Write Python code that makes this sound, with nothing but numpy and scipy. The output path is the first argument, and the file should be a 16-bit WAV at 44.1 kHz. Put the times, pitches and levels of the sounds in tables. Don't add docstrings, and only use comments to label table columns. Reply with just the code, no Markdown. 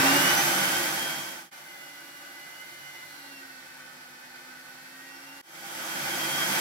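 import sys
import numpy as np
from scipy import signal
from scipy.fft import rfft, irfft
from scipy.io import wavfile
from scipy.ndimage import uniform_filter1d

SR = 44100
rng = np.random.default_rng(int(sys.argv[2]) if len(sys.argv) > 2 else 0)


def waveform_to_disk(signal):
    frames = np.transpose(np.atleast_2d(signal))
    scaled = np.clip(frames, -1, 1) * 32767
    samples = np.round(scaled).astype(np.int16)
    wavfile.write(sys.argv[1], SR, samples)


N = 291099
T = np.arange(N) / SR
BINS_HZ = np.fft.rfftfreq(N, 1 / SR)
BITE_S, CLEAR_S = 1.508, 5.412


def amp(db):
    return 10 ** (np.asarray(db) / 20)


def unit(x):
    return x / np.sqrt(np.mean(x ** 2) + 1e-20)


def spectrum(points):
    hz, value = np.transpose(points)
    return np.interp(np.log(BINS_HZ + 1), np.log(hz + 1), value)


def wander(rate_hz):
    return unit(irfft(rfft(rng.standard_normal(N)) / (1 + (BINS_HZ / rate_hz) ** 4), N))


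def lift_db(resonances, hz):
    return sum(db / (1 + (2 * (hz - centre_hz) / width_hz) ** 2) for centre_hz, width_hz, db in resonances)


def housing_lift_db(hz):
    # (centre [Hz], width [Hz], lift [dB])
    modes = [(92.6, 8.3, 13.5), (142.9, 15.3, 12), (192.8, 6.8, 6), (261.8, 26, 10.5), (352, 30.5, 13.5),
             (572, 15, 5.5), (792, 35, 8), (877, 54, 10), (1202, 31, 5.5), (1279, 13, 8), (1494, 108, 10.5),
             (1537, 60, 4), (2010, 40, -1), (2023, 40, 6), (4510, 100, 3.5)]
    return lift_db(modes, hz)


def kitchen(x, colour_db, t60_s):
    # (frequency [Hz], correlation [-1..1])
    coherence = [(40, 0.44), (130, 0.84), (380, 0.87), (600, 0.19), (900, 0.38), (1100, 0.033),
                 (1600, -0.028), (2050, 0.37), (2700, -0.037), (15000, 0.3)]
    t = np.arange(SR // 2) / SR
    echoes = rfft(rng.standard_normal((2, len(t))) * amp(-60 * t / t60_s), N)
    ripple_depth = spectrum([(300, 0), (1000, .15), (2500, .25), (7000, .12)])
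    echoes *= abs(echoes) ** (ripple_depth - 1)
    echoes /= np.sqrt(uniform_filter1d(abs(echoes) ** 2, size=2400, axis=1))
    alike = np.clip(spectrum(coherence), -.99, .99)
    right_delay = np.exp(-2j * np.pi * BINS_HZ * 3.5 / SR)
    direct = np.array([np.ones(len(BINS_HZ)), np.sign(alike) * right_delay]) * np.sqrt(abs(alike))
    diffuse = np.sqrt(1 - abs(alike)) * echoes
    return unit(irfft(rfft(x) * amp(colour_db) * (direct + diffuse), N))


def whine(turns, order, waver, rate_hz, spread_rad):
    echo = np.array([wander(rate_hz) + 1j * wander(rate_hz) for side in range(2)]) / np.sqrt(2)
    direct = np.exp(1j * spread_rad * np.array([[.5], [-.5]]))
    tone = np.exp(2j * np.pi * (order * turns + rng.random()))
    return unit(((direct + waver * echo) * tone).real)


def rotor_speed(start_hz=259.8, top_hz=324.3, tau_s=.349, idle_hz=322.5):
    # (time [s], speed [Hz])
    sag = [(1.51, 301.5), (1.79, 290), (2.08, 286.6), (2.31, 287.2), (2.75, 295.4), (3.06, 291.7),
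           (3.37, 273.3), (3.51, 264.9), (4.04, 252.3), (4.32, 253.1), (4.87, 261.5), (5.07, 270.5),
           (5.42, 277.8)]
    spin_up_hz = top_hz - (top_hz - start_hz) * np.exp(-T / tau_s)
    loaded_hz = np.interp(T, *np.transpose(sag))
    return np.select([T < BITE_S, T < CLEAR_S], [spin_up_hz, loaded_hz], idle_hz)


def brush_hiss(speed_hz, load, level_db=-28.5, load_db=-.9, knee_hz=289, drop_db_per_hz=.1, flicker_db=.66):
    # (frequency [Hz], relative density [dB])
    colour = [(2000, -16), (4400, -6), (6200, -7.5), (6700, -9), (7600, -3), (8500, -6.5), (10300, -0.5),
              (11600, 2), (13000, -3), (14200, -1.5), (15800, -7)]
    hiss = unit(irfft(rfft(rng.standard_normal((2, N))) * amp(spectrum(colour)), N))
    drop_db = drop_db_per_hz * np.maximum(knee_hz - speed_hz, 0)
    return hiss * amp(level_db + load_db * load - drop_db + flicker_db * wander(45))


def cooling_air(turns, speed_hz, load, level_db=-27, load_db=-1, db_per_decade=46, flicker_db=.4):
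    # (frequency [Hz], relative density [dB])
    colour = [(100, -42), (600, -6.5), (2200, -5.5), (2700, -2), (3300, 2), (3700, -10.5), (5300, -4),
              (6200, -4.5), (6700, -7), (7600, -4), (8500, -8.5), (12100, -11), (15800, -16)]
    chop = 1 + .13 * np.cos(2 * np.pi * turns)
    hiss = rng.standard_normal(N) * chop * amp(flicker_db * wander(45))
    gain_db = level_db + load_db * load + db_per_decade * np.log10(speed_hz / speed_hz.max())
    return kitchen(hiss, spectrum(colour), t60_s=.09) * amp(gain_db)


def start_shudder(level_db=-24, fall_db_per_s=15):
    colour_db = spectrum([(30, -41), (90, -8), (260, -.5), (420, -5.5), (850, 3.5), (1900, -1.5),
                          (3000, -7), (6000, -15), (15000, -21)])
    shaken = kitchen(rng.standard_normal(N), colour_db + .5 * housing_lift_db(BINS_HZ), t60_s=.083)
    return shaken * amp(level_db - fall_db_per_s * T)


def blade_scrape(peak_s=3.22, width_s=.21, level_db=-31.5):
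    colour_db = spectrum([(3300, -34), (4000, 4), (4500, -1), (5300, -23)])
    swell = np.exp(-((T - peak_s) / width_s) ** 2)
    return kitchen(rng.standard_normal(N), colour_db, t60_s=.091) * amp(level_db) * swell


def auger(load, level_db=-29.5, surge_db=1.3):
    colour_db = spectrum([(25, -38), (70, -20), (200, -32), (480, -32), (800, -39), (1330, -47),
                          (1490, 5), (1630, -24), (2080, -6), (2600, -39), (4400, -10.5),
                          (5700, -34), (7000, -53)])
    scrape = kitchen(rng.standard_normal(N), colour_db, t60_s=.13)
    return scrape * load * amp(level_db + surge_db * wander(3.1))


def gear_rasp(turns, speed_hz, load, order=5.78, level_db=-46, ring_hz=1490, width_hz=36, ring_db=17):
    head_db = lift_db([(ring_hz, width_hz, ring_db)], order * speed_hz)
    return load * amp(level_db + head_db) * whine(turns, order, waver=.23, rate_hz=28, spread_rad=.39)


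def gear_rattle(turns, speed_hz, load, teeth=7, level_db=-22, load_db=-1, db_per_decade=12, surge_db=.4):
    # (frequency [Hz], relative density [dB])
    colour = [(25, -36), (60, -24), (115, -24), (150, -10.5), (340, -9.5), (410, -16), (490, -3),
              (900, -5.5), (1100, -3.5), (1500, -4), (2350, -1), (2650, -9), (5800, -9), (15000, -32.5)]
    impacts = np.diff(np.floor(teeth * turns), prepend=0)
    force = rng.standard_normal(N) * np.exp(.105 * rng.standard_normal(N))
    sliding = .5 * rng.standard_normal(N)
    contact = (unit(impacts * force) + sliding) * amp(surge_db * wander(23))
    rung = kitchen(contact, spectrum(colour) + housing_lift_db(BINS_HZ), t60_s=.18)
    return rung * amp(level_db + load_db * load + db_per_decade * np.log10(speed_hz / speed_hz.max()))


def weak_lines(turns, speed_hz, load):
    # (order [x rotor speed], free level [dB], loaded level [dB])
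    lines = [(.61, -47, -60), (2, -46, -47), (5, -46, -46), (5.17, -58, -48), (5.78, -58, -46),
             (6, -50, -45), (6.39, -58, -47), (7.61, -58, -48), (8.22, -58, -49), (12, -54, -45),
             (14, -57, -50), (21, -60, -54), (24, -56, -54), (30, -52, -52), (40, -55, -54)]
    flutter = np.array([wander(4.1) + 1j * wander(25) for side in range(2)]) / np.sqrt(2)
    out = np.zeros((2, N))
    for order, free_db, loaded_db in lines:
        path = np.roll(flutter, rng.integers(N), axis=1) + np.exp(2j * np.pi * rng.random((2, 1)))
        level_db = free_db + load * (loaded_db - free_db) + housing_lift_db(order * speed_hz)
        line = amp(level_db) * (path * np.exp(2j * np.pi * order * turns)).real
        out += line[0] if order < 3 else line
    return out


def motor_tones(turns, speed_hz, load, fan_blades=10):
    # (order [x rotor speed], free level [dB],
    # loaded level [dB], waver [ratio], waver rate [Hz], phase between microphones [rad])
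    tones = [(1, -43, -48, 0.2, 11, 0.25), (7, -45, -36.5, 0.51, 17, 0.43),
             (10, -38, -39.5, 0.65, 12, 1.31), (20, -42, -45, 1, 19, 0.97)]
    # (centre [Hz], width [Hz], lift [dB])
    path = [(275.4, 41.5, 16.5), (298.8, 11.2, -18), (1885, 48, 10), (1920, 44, -4), (2041, 61, 10),
            (2685, 37, -4), (2742, 94, 10.5), (2933, 140, 6.5), (3100, 49, -4), (3155, 60, 7),
            (5470, 72, 9), (5860, 110, 4), (6070, 120, 9)]
    # (time [s], lift [dB])
    fan_swell = [(.9, 2), (1.1, 7), (1.4, 3.5), (1.55, -0.5), (6.0, 0), (6.3, 7), (6.47, 8.5), (6.6, -2)]
    out = np.zeros((2, N))
    for order, free_db, loaded_db, waver, rate_hz, spread_rad in tones:
        level_db = free_db + load * (loaded_db - free_db) + lift_db(path, order * speed_hz)
        if order == fan_blades:
            level_db += np.interp(T, *np.transpose(fan_swell))
        out += amp(level_db) * whine(turns, order, waver, rate_hz, spread_rad)
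    return out


def scene():
    speed_hz = rotor_speed()
    load = 1. * ((T >= BITE_S) & (T < CLEAR_S))
    jitter = (.0005 + .0014 * load) * wander(35)
    turns = np.cumsum(speed_hz * (1 + jitter)) / SR
    drive = (turns, speed_hz, load)
    tones = motor_tones(*drive) + weak_lines(*drive) + gear_rasp(*drive)
    noise = gear_rattle(*drive) + cooling_air(*drive) + brush_hiss(speed_hz, load)
    noise += auger(load) + start_shudder() + blade_scrape()
    return (tones + noise) * amp([[-.9], [.8]])


def record(dry):
    held_db, floor_db = -24.5, -49
    rise_s, cut_s, fade_in_per_s = .024, .005, .42
    cutoff_hz = 15850
    fade_out = np.maximum(1 - T / BITE_S, 0) ** .99
    held = amp(held_db) * np.interp(T, [BITE_S, BITE_S + rise_s, CLEAR_S, CLEAR_S + cut_s], [0, 1, 1, 0])
    fade_in = fade_in_per_s * np.maximum(T - CLEAR_S, 0)
    faded = dry * np.maximum(fade_out + held + fade_in, amp(floor_db))
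    lowpass = signal.firwin(511, cutoff_hz, window=("kaiser", 9), fs=SR)
    return signal.oaconvolve(faded, lowpass[None], "same")


dry = scene()
out = record(dry)
waveform_to_disk(out)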